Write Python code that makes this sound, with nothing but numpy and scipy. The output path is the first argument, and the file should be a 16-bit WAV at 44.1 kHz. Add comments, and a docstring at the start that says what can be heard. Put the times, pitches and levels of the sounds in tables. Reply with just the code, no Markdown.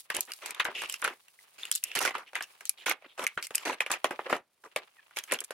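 """Makeup brushes are sorted by hand on a tabletop in a small, quiet room, a stereo microphone close by.
From the start they land in clusters: each contact ticks a metal ferrule, clacks a handle and knocks
the table, all damped within milliseconds. In between they click in the hand, roll and slide over each
other, and fingers and bristles rustle. The table takes its heaviest knocks just after 4 s;
a faint squeak falls at 5 s, and the last brushes are put down."""
import sys
import numpy as np
from scipy import signal
from scipy.fft import rfft, irfft, next_fast_len
from scipy.io import wavfile
from scipy.ndimage import map_coordinates

SR = 44100
rng = np.random.default_rng(int(sys.argv[2]) if len(sys.argv) > 2 else 0)


def pcm_store(signal):
    """Save signal as 16-bit PCM."""
    levels = np.round(np.clip(np.atleast_2d(signal), -1, 1) * 32767)
    wavfile.write(sys.argv[1], SR, levels.astype(np.int16).T)


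N = 243860
TABLE_HZ, FERRULE_HZ = 700, 8950  # main modes of the tabletop and of a struck ferrule
ROLL_SCATTER = .37  # sets the spread of handle pitches in a bundle, on a natural-log scale


def knocks():
    """A brush lands on the table or the pile and jolts its neighbours into a rattle that follows it."""
    # landings: start_s, handle_hz, handle_db, table_hz, table_db, ferrule_db
    landings = [(.102, 1680, -24.5, 458, -41.5, -35.5), (.187, 2240, -57, 950, -39, -66),
                (0.4595, 1420, -37.5, 900, -45.5, -33.5), (0.602, 1415, -24.5, 670, -50, -68),
                (.611, 1360, -30, 880, -44, -55), (.652, 1536, -23.5, 890, -53, -36.5),
                (.686, 1363, -51, 480, -36.5, -79), (.819, 1530, -32, 920, -41.5, -37.5),
                (0.836, 1110, -31.5, 650, -44.5, -47), (1.0246, 1460, -25.5, 430, -58, -54),
                (1.043, 1420, -24.5, 684, -64, -31.5), (1.0475, 1400, -19.5, 986, -36, -34),
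                (1.0773, 1420, -24, 437, -35, -41.5), (2.0145, 2150, -34, 779, -34.5, -32),
                (2.0514, 1490, -20, 760, -31.5, -27.5), (2.0767, 2140, -22.5, 353, -35.5, -38.5),
                (2.108, 2010, -32.5, 780, -40, -48.5), (2.152, 1320, -27, 864, -35, -48),
                (2.1818, 1053, -40.5, 540, -43.5, -48), (2.3325, 1430, -45, 560, -48, -56),
                (2.354, 2090, -26, 650, -55, -37.5), (2.408, 1676, -29, 750, -42.5, -49),
                (2.608, 2220, -43.5, 702, -53.5, -47.5), (2.866, 2110, -26.5, 784, -34.5, -43),
                (2.8823, 1406, -28, 775, -33.5, -51), (2.9116, 2210, -25, 837, -32.5, -45),
                (3.023, 2240, -54, 670, -54.5, -69), (3.1937, 1180, -31.5, 460, -34, -44.5),
                (3.376, 1393, -24, 694, -38, -48), (3.5067, 1500, -39.5, 487, -41, -49),
                (3.6973, 2470, -35, 1065, -28.5, -64.5), (3.7293, 2700, -35, 474, -42.5, -57.5),
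                (3.8055, 2497, -20, 527, -34.5, -33), (3.8633, 2322, -30.5, 578, -42.5, -44),
                (3.9041, 1180, -27.5, 820, -34.5, -44), (3.916, 1080, -27, 600, -50, -24),
                (3.9385, 2492, -27, 725, -38.5, -43.5), (4.044, 1107, -19, 627, -22.5, -30.5),
                (4.109, 1566, -32.5, 870, -31.5, -43.5), (4.192, 1189, -31, 820, -30.5, -60),
                (4.3275, 1034, -18.5, 508, -20, -45.5), (4.3658, 1014, -40.5, 408.5, -48.5, -50),
                (4.7619, 2260, -24.5, 552, -27, -32), (5.11, 1440, -51.5, 666, -68, -79.5),
                (5.17, 2330, -29.5, 570, -45, -35), (5.3251, 2220, -30, 524, -27, -31.5),
                (5.5074, 1510, -34.5, 516, -37, -41)]
    out = np.zeros((2, N))
    for s, handle_hz, handle_db, table_hz, table_db, ferrule_db in landings:
        hit = contact(handle_hz, handle_db, table_hz, table_db, vary(FERRULE_HZ), ferrule_db)
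        rattle = slide(length_s=.032, handle_hz=1850, scatter=ROLL_SCATTER, handle_db=handle_db - 13,
                       table_db=table_db - 16.5, ferrule_db=ferrule_db - 9, fade_db=19.5)
        add(out, s - .0002, hit)
        add(out, s - .002, rattle)  # the brush grazes its neighbours before it hits
    return out


def clicks():
    """Brushes held in the hand meet cleanly, with nothing to settle, and barely reach the table."""
    # contacts in the hand: start_s, ferrule_hz, ferrule_db, handle_hz, handle_db
    touches = [(.148, 8400, -29.5, 3260, -38), (0.1664, 9900, -26, 3020, -31),
               (0.207, 12770, -21, 2500, -41), (.252, 7600, -47.5, 2170, -71),
               (.3189, 4720, -34.5, 2830, -35.5), (0.3358, 4820, -38.5, 4070, -44.5),
               (0.507, 8740, -33, 2400, -36.5), (0.547, 8790, -44, 3680, -40),
               (0.5971, 8570, -47, 2880, -30), (0.646, 6300, -40, 1190, -45),
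               (0.8975, 7580, -31, 2980, -32), (0.9247, 7650, -33, 3420, -49.5),
               (0.9408, 5560, -34, 2740, -30.5), (1.018, 8800, -36.5, 2930, -55),
               (1.283, 10960, -56, 2750, -52.5), (1.3897, 10870, -92, 2010, -49.5),
               (1.633, 10400, -61, 3560, -31), (1.653, 7770, -39, 2880, -35),
               (1.7147, 8270, -19, 3230, -28.5), (1.725, 5710, -31, 3000, -43.5),
               (1.752, 7900, -23.5, 3600, -42), (1.7575, 11930, -24, 2830, -40),
               (1.8388, 11430, -21.5, 2730, -37), (1.9162, 5320, -48, 2690, -33.5),
               (1.9528, 11200, -29.5, 3020, -32), (1.96, 6650, -31, 3070, -29.5),
               (1.9895, 12000, -27.5, 2780, -26.5), (2.0274, 6200, -29.5, 2890, -47),
               (2.0588, 5200, -34, 1440, -29.5), (2.4244, 4930, -36.5, 2500, -61),
               (2.6538, 7860, -33.5, 3120, -44), (2.6939, 10900, -18, 2430, -41),
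               (2.8626, 9740, -37, 2470, -30), (2.8962, 12360, -25.5, 2170, -32),
               (3.2403, 11000, -34.5, 1420, -35.5), (3.267, 6120, -28, 2230, -19.5),
               (3.2748, 9700, -35, 2040, -34.5), (3.426, 4630, -35, 2280, -36),
               (3.4688, 8180, -36, 2140, -42.5), (3.5491, 10010, -31.5, 2600, -30.5),
               (3.5543, 7990, -17.5, 2520, -38.5), (3.5803, 5250, -33.5, 2930, -33.5),
               (5.1872, 9650, -31.5, 3270, -32), (5.238, 6310, -39, 3200, -43.5),
               (5.321, 10650, -26.5, 1830, -25), (5.3367, 10100, -26.5, 2080, -55),
               (5.3435, 6600, -38, 2760, -29), (5.3886, 5470, -45, 3270, -34.5),
               (5.4046, 8120, -29, 3110, -44), (5.4397, 9370, -40, 3550, -48.5),
               (5.4455, 10470, -36, 2370, -52)]
    out = np.zeros((2, N))
    for s, ferrule_hz, ferrule_db, handle_hz, handle_db in touches:
        click = contact(handle_hz, handle_db, vary(TABLE_HZ), handle_db - 35, ferrule_hz, ferrule_db)
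        add(out, s - .0002, click)
    return out


def rolls(strays_per_s=20):
    """A bundle chatters along, and stray contacts stand out of it at chance moments, fading with it."""
    # rolls on the table: start_s, end_s, handle_hz, handle_db, table_db, ferrule_db, fade_db
    strokes = [(0.141, 0.194, 2690, -39.5, -42.5, -41.5, 6.5), (0.274, 0.31, 1920, -48.5, -55.5, -69, -4),
               (0.418, .52, 2130, -46, -53, -51, -3), (.597, 0.631, 2480, -29, -49, -40, 28),
               (0.647, 0.726, 1550, -41, -44.5, -75, 13.5), (1.019, 1.135, 1670, -46.5, -46.5, -56, 9),
               (1.951, 1.992, 2180, -34, -40, -33.5, 3.5), (2.004, 2.095, 2010, -35.5, -40, -36, 8),
               (2.14, 2.234, 1363, -43.5, -59, -57, 13), (2.348, 2.391, 2274, -37.5, -52.5, -49, 9),
               (2.859, 2.921, 2260, -33, -42, -34, -1), (3.042, 3.065, 2510, -52.5, -53, -82, 6),
               (3.175, 3.248, 1470, -38.5, -43, -44.5, -6.5), (3.651, 3.746, 2097, -37, -35.5, -40, 13),
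               (3.898, 3.967, 1474, -39.5, -47, -48.5, 9.5), (4.105, 4.148, 1474, -44.5, -42.5, -66, 15.5),
               (4.257, 4.294, 1340, -43.5, -39.5, -65, 13.5), (4.295, 4.368, 1744, -37, -37, -45, 9),
               (4.636, 4.672, 1307, -50, -53, -59, 7.5), (5.275, 5.314, 2300, -46, -63, -65, -12),
               (5.311, 5.369, 2290, -36, -40, -42, 17), (5.413, 5.426, 1960, -47, -48, -54, 18)]
    out = np.zeros((2, N))
    for start, end, handle_hz, handle_db, table_db, ferrule_db, fade_db in strokes:
        length_s = end - start
        add(out, start, slide(length_s, handle_hz, ROLL_SCATTER, handle_db, table_db, ferrule_db, fade_db))
        for progress, luck in rng.random((int(strays_per_s * length_s), 2)):
            stray_db = -5.5 - 2 * luck - fade_db * (progress - .5)
            stray = contact(vary(handle_hz), handle_db + stray_db, vary(TABLE_HZ), table_db + stray_db,
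                            vary(FERRULE_HZ), ferrule_db + stray_db)
            add(out, start + progress * length_s, stray)
    return out


def scrapes():
    """A slim handle sings on its own mode as it is pulled through the pile."""
    # pulls along the other brushes: start_s, end_s, handle_hz, scatter_ln, handle_db, ferrule_db
    pulls = [(0.212, 0.238, 3300, 0.16, -88, -45.5), (0.546, 0.594, 1950, 0.55, -50.5, -60),
             (0.748, .861, 2743, 0.18, -40, -47), (0.888, 0.964, 2960, 0.18, -49.5, -46),
             (1.581, 1.688, 2820, 0.38, -52.5, -51.5), (1.718, 1.78, 3420, 0.25, -64.5, -39),
             (1.828, 1.942, 2804, .21, -49.5, -59.5), (2.266, 2.295, 2900, .28, -55, -64.5),
             (2.425, 2.442, 2830, 0.09, -48.5, -42.5), (2.655, 2.678, 2906, 0.15, -62.5, -45),
             (2.775, 2.842, 3080, .29, -53.5, -60.5), (3.083, 3.138, 3510, 0.18, -63.5, -78),
             (3.279, 3.334, 2330, 0.47, -59.5, -66.5), (3.426, 3.455, 2775, 0.23, -49.5, -38),
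             (3.54, 3.639, 2560, 0.65, -50.5, -51), (5.161, 5.198, 2500, 0.296, -44, -42)]
    out = np.zeros((2, N))
    for start, end, handle_hz, scatter, handle_db, ferrule_db in pulls:
        pull = slide(end - start, handle_hz, scatter, handle_db, handle_db - 14.5, ferrule_db, fade_db=2.5)
        add(out, start, pull)
    return out


def contact(handle_hz, handle_db, table_hz, table_db, ferrule_hz, ferrule_db):
    """Ferrule first, then handle and table; a hard hit or a bare handle rings, glancing metal cracks."""
    hardness_db = max(handle_db, ferrule_db) + 30.5  # against a firm hit
    bareness_db = max(handle_db - ferrule_db - 11.5, 0)
    crack_db = 3 - .22 * hardness_db - bareness_db
    table = blow(table_hz, 290, 950, attack_s=.00076, ring_t60=.014, crack_t60=.012,
                 crack_db=-2, buzz_db=-9.5, buzz_t60=.19, width=.14)
    handle = blow(handle_hz, 1300, 3100, attack_s=.00023, ring_t60=.015, crack_t60=.015,
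                  crack_db=crack_db - 6.5, buzz_db=-17, buzz_t60=.17, width=.66)
    ferrule = blow(ferrule_hz, 6200, 13000, attack_s=.00034, ring_t60=.0036, crack_t60=.017,
                   crack_db=crack_db, buzz_db=-15.5, buzz_t60=.091, width=.92)
    metal = amp(ferrule_db + 1.64) * ferrule
    wood = amp(handle_db - 3) * handle + amp(table_db + 1.5) * table
    lead = SR // 5000
    return np.pad(metal, ((0, 0), (0, lead))) + np.pad(wood, ((0, 0), (lead, 0)))


def blow(hz, lo_hz, hi_hz, attack_s, ring_t60, crack_t60, crack_db, buzz_db, buzz_t60, width):
    """One struck part: its main mode, a crack of many damped modes, and a faint, longer buzz."""
    t = np.arange(SR // 12) / SR
    swell = lambda t60: (1 - np.exp(-t / attack_s)) * amp(-60 * t / t60)
    phase = width * rng.uniform(-1.22, 1) * np.array([[1], [-1]])  # left and right are out of step
    ring = band(np.sin(2 * np.pi * hz * t + phase) * swell(ring_t60), lo_hz, hi_hz, order=1)
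    crack = band(pair(len(t), width) * swell(crack_t60), lo_hz, hi_hz)
    buzz = band(pair(len(t), width) * swell(buzz_t60), lo_hz, hi_hz)
    sound = unit(ring) + amp(crack_db) * unit(crack) + amp(buzz_db) * unit(buzz)
    return unit(sound) * np.sqrt(.005 * SR / len(t))  # the energy of 5 ms at rms 1


def slide(length_s, handle_hz, scatter, handle_db, table_db, ferrule_db, fade_db):
    """Rolling handles chatter on each other and on the table, while the ferrules scrape."""
    attack_s, release_t60 = .0016, .038
    size = int(length_s * SR) + SR // 20
    t = np.arange(size) / SR
    fall_db = fade_db * np.minimum(t / length_s, 1) + 60 * np.maximum(t - length_s, 0) / release_t60
    shape = (1 - np.exp(-t / attack_s)) * amp(-fall_db)
    stroke = lambda x, db: amp(db) * unit(shape * x) * np.sqrt(length_s * SR / size)
    table = chatter(size, hz=517.5, spread=.42, per_s=1100, cycles=13, uneven_db=7.5, width=.08)
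    table = band(table, 279, 1600, order=3)
    # a whole bundle scatters widely in pitch; one handle sliding alone sings on its own mode
    bundle = chatter(size, handle_hz, scatter + .032, per_s=1200, cycles=21.7, uneven_db=-2, width=.53)
    alone = chatter(size, handle_hz, spread=.056, per_s=1900, cycles=220, uneven_db=1, width=.12)
    handle = unit(band(bundle, 850, 4000, order=3)) + amp(9.5 - 54.5 * scatter) * unit(alone)
    scrape = chatter(size, hz=vary(7160), spread=.67, per_s=3700, cycles=13, uneven_db=2.5, width=1)
    scrape = band(scrape, 5300, 19000)
    # the tabletop mirrors the scrape a fraction of a millisecond later, which combs its treble
    mirror = np.roll(scrape, round(rng.uniform(.0002, .0006) * SR), axis=1)
    ferrule = scrape + .4 * mirror
    return stroke(table, table_db) + stroke(handle, handle_db - .13) + stroke(ferrule, ferrule_db + .1)


def chatter(size, hz, spread, per_s, cycles, uneven_db, width):
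    """A run of tiny impacts, each a damped ring at its own pitch, strength and place."""
    count = int(per_s * size / SR) + 1
    pitch, strength, place, phase = rng.standard_normal((4, count, 1))
    start = rng.integers(0, size, (count, 1))
    step = np.arange(int(cycles * SR / hz) + 8)
    turns = hz * np.exp(spread * np.clip(pitch, -2, 2)) * step / SR
    fall = amp(uneven_db * np.clip(strength, -2, 2) - 60 * turns / cycles)
    channels = [amp(2 * side * place) * fall * np.sin(2 * np.pi * turns + side * phase)
                for side in (width, -width)]
    return np.array([np.bincount((start + step).ravel(), rings.ravel(), size)[:size] for rings in channels])


def thumps(pitch_hz=165, t60_s=.04):
    """The tabletop gives one short, low push under a brush that lands flat."""
    # flat landings: start_s, level_db
    landings = [(0.103, -61), (0.183, -58), (.65, -63.5), (1.963, -55), (2.04, -61), (2.874, -82.5),
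                (3.371, -54.5), (5.344, -62)]
    out, t = np.zeros((2, N)), np.arange(SR // 10) / SR
    push = np.sin(2 * np.pi * pitch_hz * t) * amp(-60 * t / t60_s)
    for s, db in landings:
        add(out, s, amp(db + 13.5) * np.array([push, push]))
    return out


def rustle():
    """Skin slides along the handles and bristles sweep past each other."""
    # course of the handling: time_s, fingers_db, bristles_db
    handling = [(0, -96, -41), (.07, -54, -64.5), (.35, -57.5, -47.5), (.58, -45, -66), (.87, -43, -52),
                (1, -49, -51.5), (1.2, -63.5, -60), (1.56, -56, -58), (1.7, -45.5, -54), (1.799, -93, -49),
                (2.255, -57, -66), (2.5, -55, -55), (2.99, -60.5, -68.5), (3.15, -56.5, -65),
                (3.49, -69, -55.5), (3.64, -49, -70.5), (4.01, -50, -62), (4.3, -46.5, -57.5),
                (4.47, -88.5, -73.5), (4.75, -55.5, -65), (5.08, -58, -64.5), (5.24, -52.5, -53),
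                (5.5, -57, -64)]
    # friction spectra of skin and of bristles: frequency_hz, level_db
    finger_spectrum = [(60, -42), (200, -15.5), (450, -8), (1100, -2), (1900, -6), (2800, -5),
                       (4200, -13.5), (7000, -23.5), (16000, -50)]
    bristle_spectrum = [(500, -27.5), (2500, -15), (4500, -10), (6500, -9), (9500, -3.5), (13000, -8),
                        (16000, -2)]
    s, finger_db, bristle_db = np.transpose(handling)
    level = lambda db: amp(np.interp(np.arange(N) / SR, s, db))
    fingers = level(finger_db - 8) * rub(finger_spectrum, grain_db=4.5, width=.9)
    bristles = level(bristle_db) * rub(bristle_spectrum, grain_db=2.57, width=.92)
    return fingers + bristles


def rub(spectrum, grain_db, width):
    """Friction noise of rms 1 that catches and slips."""
    noise = pair(N, width) * amp(grain_db * (wobble(65) + wobble(550)))
    return unit(coloured(noise, spectrum))


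def squeak(partner_hz=2500):
    """A thin, unsteady tone that sinks as it swells, with a weaker partner that stays above it."""
    # course of the squeak: time_s, pitch_hz, level_db
    glide = [(4.848, 2120, -101), (4.938, 2120, -91), (4.975, 1950, -70), (4.996, 1800, -53.5),
             (5.01, 1664, -73), (5.041, 1710, -82)]
    s, hz, db = np.transpose(glide)
    t = np.arange(N) / SR

    def tone(pitch_hz):
        flutter = amp(2.5 * wobble(230))
        turns = np.cumsum(pitch_hz * (1 + .027 * wobble(380))) / SR
        return unit(flutter * np.sin(2 * np.pi * turns))

    level = amp(np.interp(t, s, db, left=-120, right=-120))
    return level * (tone(np.interp(t, s, hz)) + amp(-10.5) * tone(partner_hz))


def room(x):
    """The small room answers with a short diffuse tail, different in each channel; treble dies first."""
    # decay of the room: frequency_hz, t60_s
    decay = [(150, 0.22), (600, 0.15), (2500, 0.15), (8000, 0.053), (16000, 0.053)]
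    hz, t, noise = signal.stft(pair(SR // 2, width=.23), SR, nperseg=256)
    tail = signal.istft(noise * amp(-60 * t / along(decay, hz)[:, None]), SR, nperseg=256)[1]
    tail = np.pad(tail / np.linalg.norm(tail[0]), ((0, 0), (SR // 250, 0)))  # arrives 4 ms late
    return signal.fftconvolve(x, tail, axes=1)[:, :N]


def room_tone():
    """The still air of the room, a soft, dark noise."""
    # spectrum of the air: frequency_hz, level_db
    spectrum = [(20, -24), (60, -9.5), (200, 0.5), (600, -1), (2000, -7.5), (8000, -18.5), (16000, -20)]
    return unit(coloured(pair(N, width=.28), spectrum))


def amp(db):
    """Decibels to gain."""
    return 10 ** (np.asarray(db) / 20)


def unit(x):
    """x scaled to rms 1."""
    return x / np.sqrt(np.mean(x ** 2) + 1e-20)


def along(points, hz):
    """(Hz, value) points read on a log axis."""
    f, v = np.transpose(points)
    return np.interp(np.log(hz + 1), np.log(f), v)


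def filtered(x, response):
    """x times a response of frequency."""
    m = next_fast_len(N + SR // 2)
    return irfft(rfft(x, m) * response(np.fft.rfftfreq(m, 1 / SR)), m)[..., :N]


def coloured(x, spectrum):
    """x shaped by (Hz, dB) points."""
    return filtered(x, lambda hz: amp(along(spectrum, hz)))


def band(x, lo_hz, hi_hz, order=2):
    """Causal band-pass: the range in which one part radiates."""
    return signal.lfilter(*signal.butter(order, [lo_hz, hi_hz], 'band', fs=SR), x)


def add(track, s, sound):
    """Mix a stereo sound into the track at time s."""
    part = track[:, round(s * SR):][:, :sound.shape[1]]
    part += sound[:, :part.shape[1]]


def pair(size, width):
    """Stereo white noise; width is side over mid."""
    mid, side = rng.standard_normal((2, size))
    return np.array([mid + width * side, mid - width * side])


def wobble(rate):
    """A smooth random curve, rate knots a second."""
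    return map_coordinates(rng.standard_normal(int(N * rate / SR) + 4), [np.arange(N) * rate / SR])


def vary(hz):
    """A mode's pitch by chance: each spot and each brush sounds a little different."""
    return hz * np.exp(rng.uniform(-.221, .221))


def scene():
    """Brushes close up, the table's low thud under them, the room and its air behind."""
    # where the hands work before the microphone: time_s, left_minus_right_db
    place = [(0, 0), (1.85, 0.5), (1.96, -3.5), (2.2, 0.5), (2.7, 0), (2.88, -2.5), (3.1, .3), (5.5, 0)]
    pan_db = np.interp(np.arange(N) / SR, *np.transpose(place))
    brushes = (knocks() + clicks() + rolls() + scrapes()) * amp(np.array([pan_db, -pan_db]) / 2)
    thud = amp(-19.5) * band(brushes.mean(axis=0), 25, 240, order=1) + thumps()
    echo = amp(-17) * band(room(brushes), 300, 6000, order=1)
    air = amp(-77.5) * room_tone()
    lean_right = amp([[-.3], [.3]])
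    return (brushes + thud + echo + rustle() + squeak()) * lean_right + air


def record(dry):
    """The camera's microphone colours the sound, and nothing is kept above its band limit."""
    # response of the microphone: frequency_hz, gain_db
    microphone = [(30, -4), (120, -0.5), (240, -7), (410, -3), (650, -1.5), (950, -0.5), (1400, -1.5),
                  (2400, 1.5), (4200, 1), (6000, -1.5), (8000, -4.5), (11000, -3), (15500, -9.5)]
    top_hz = 16100
    return filtered(coloured(dry, microphone), lambda hz: 1 / (1 + (hz / top_hz) ** 100))


dry = scene()
out = record(dry)
pcm_store(out)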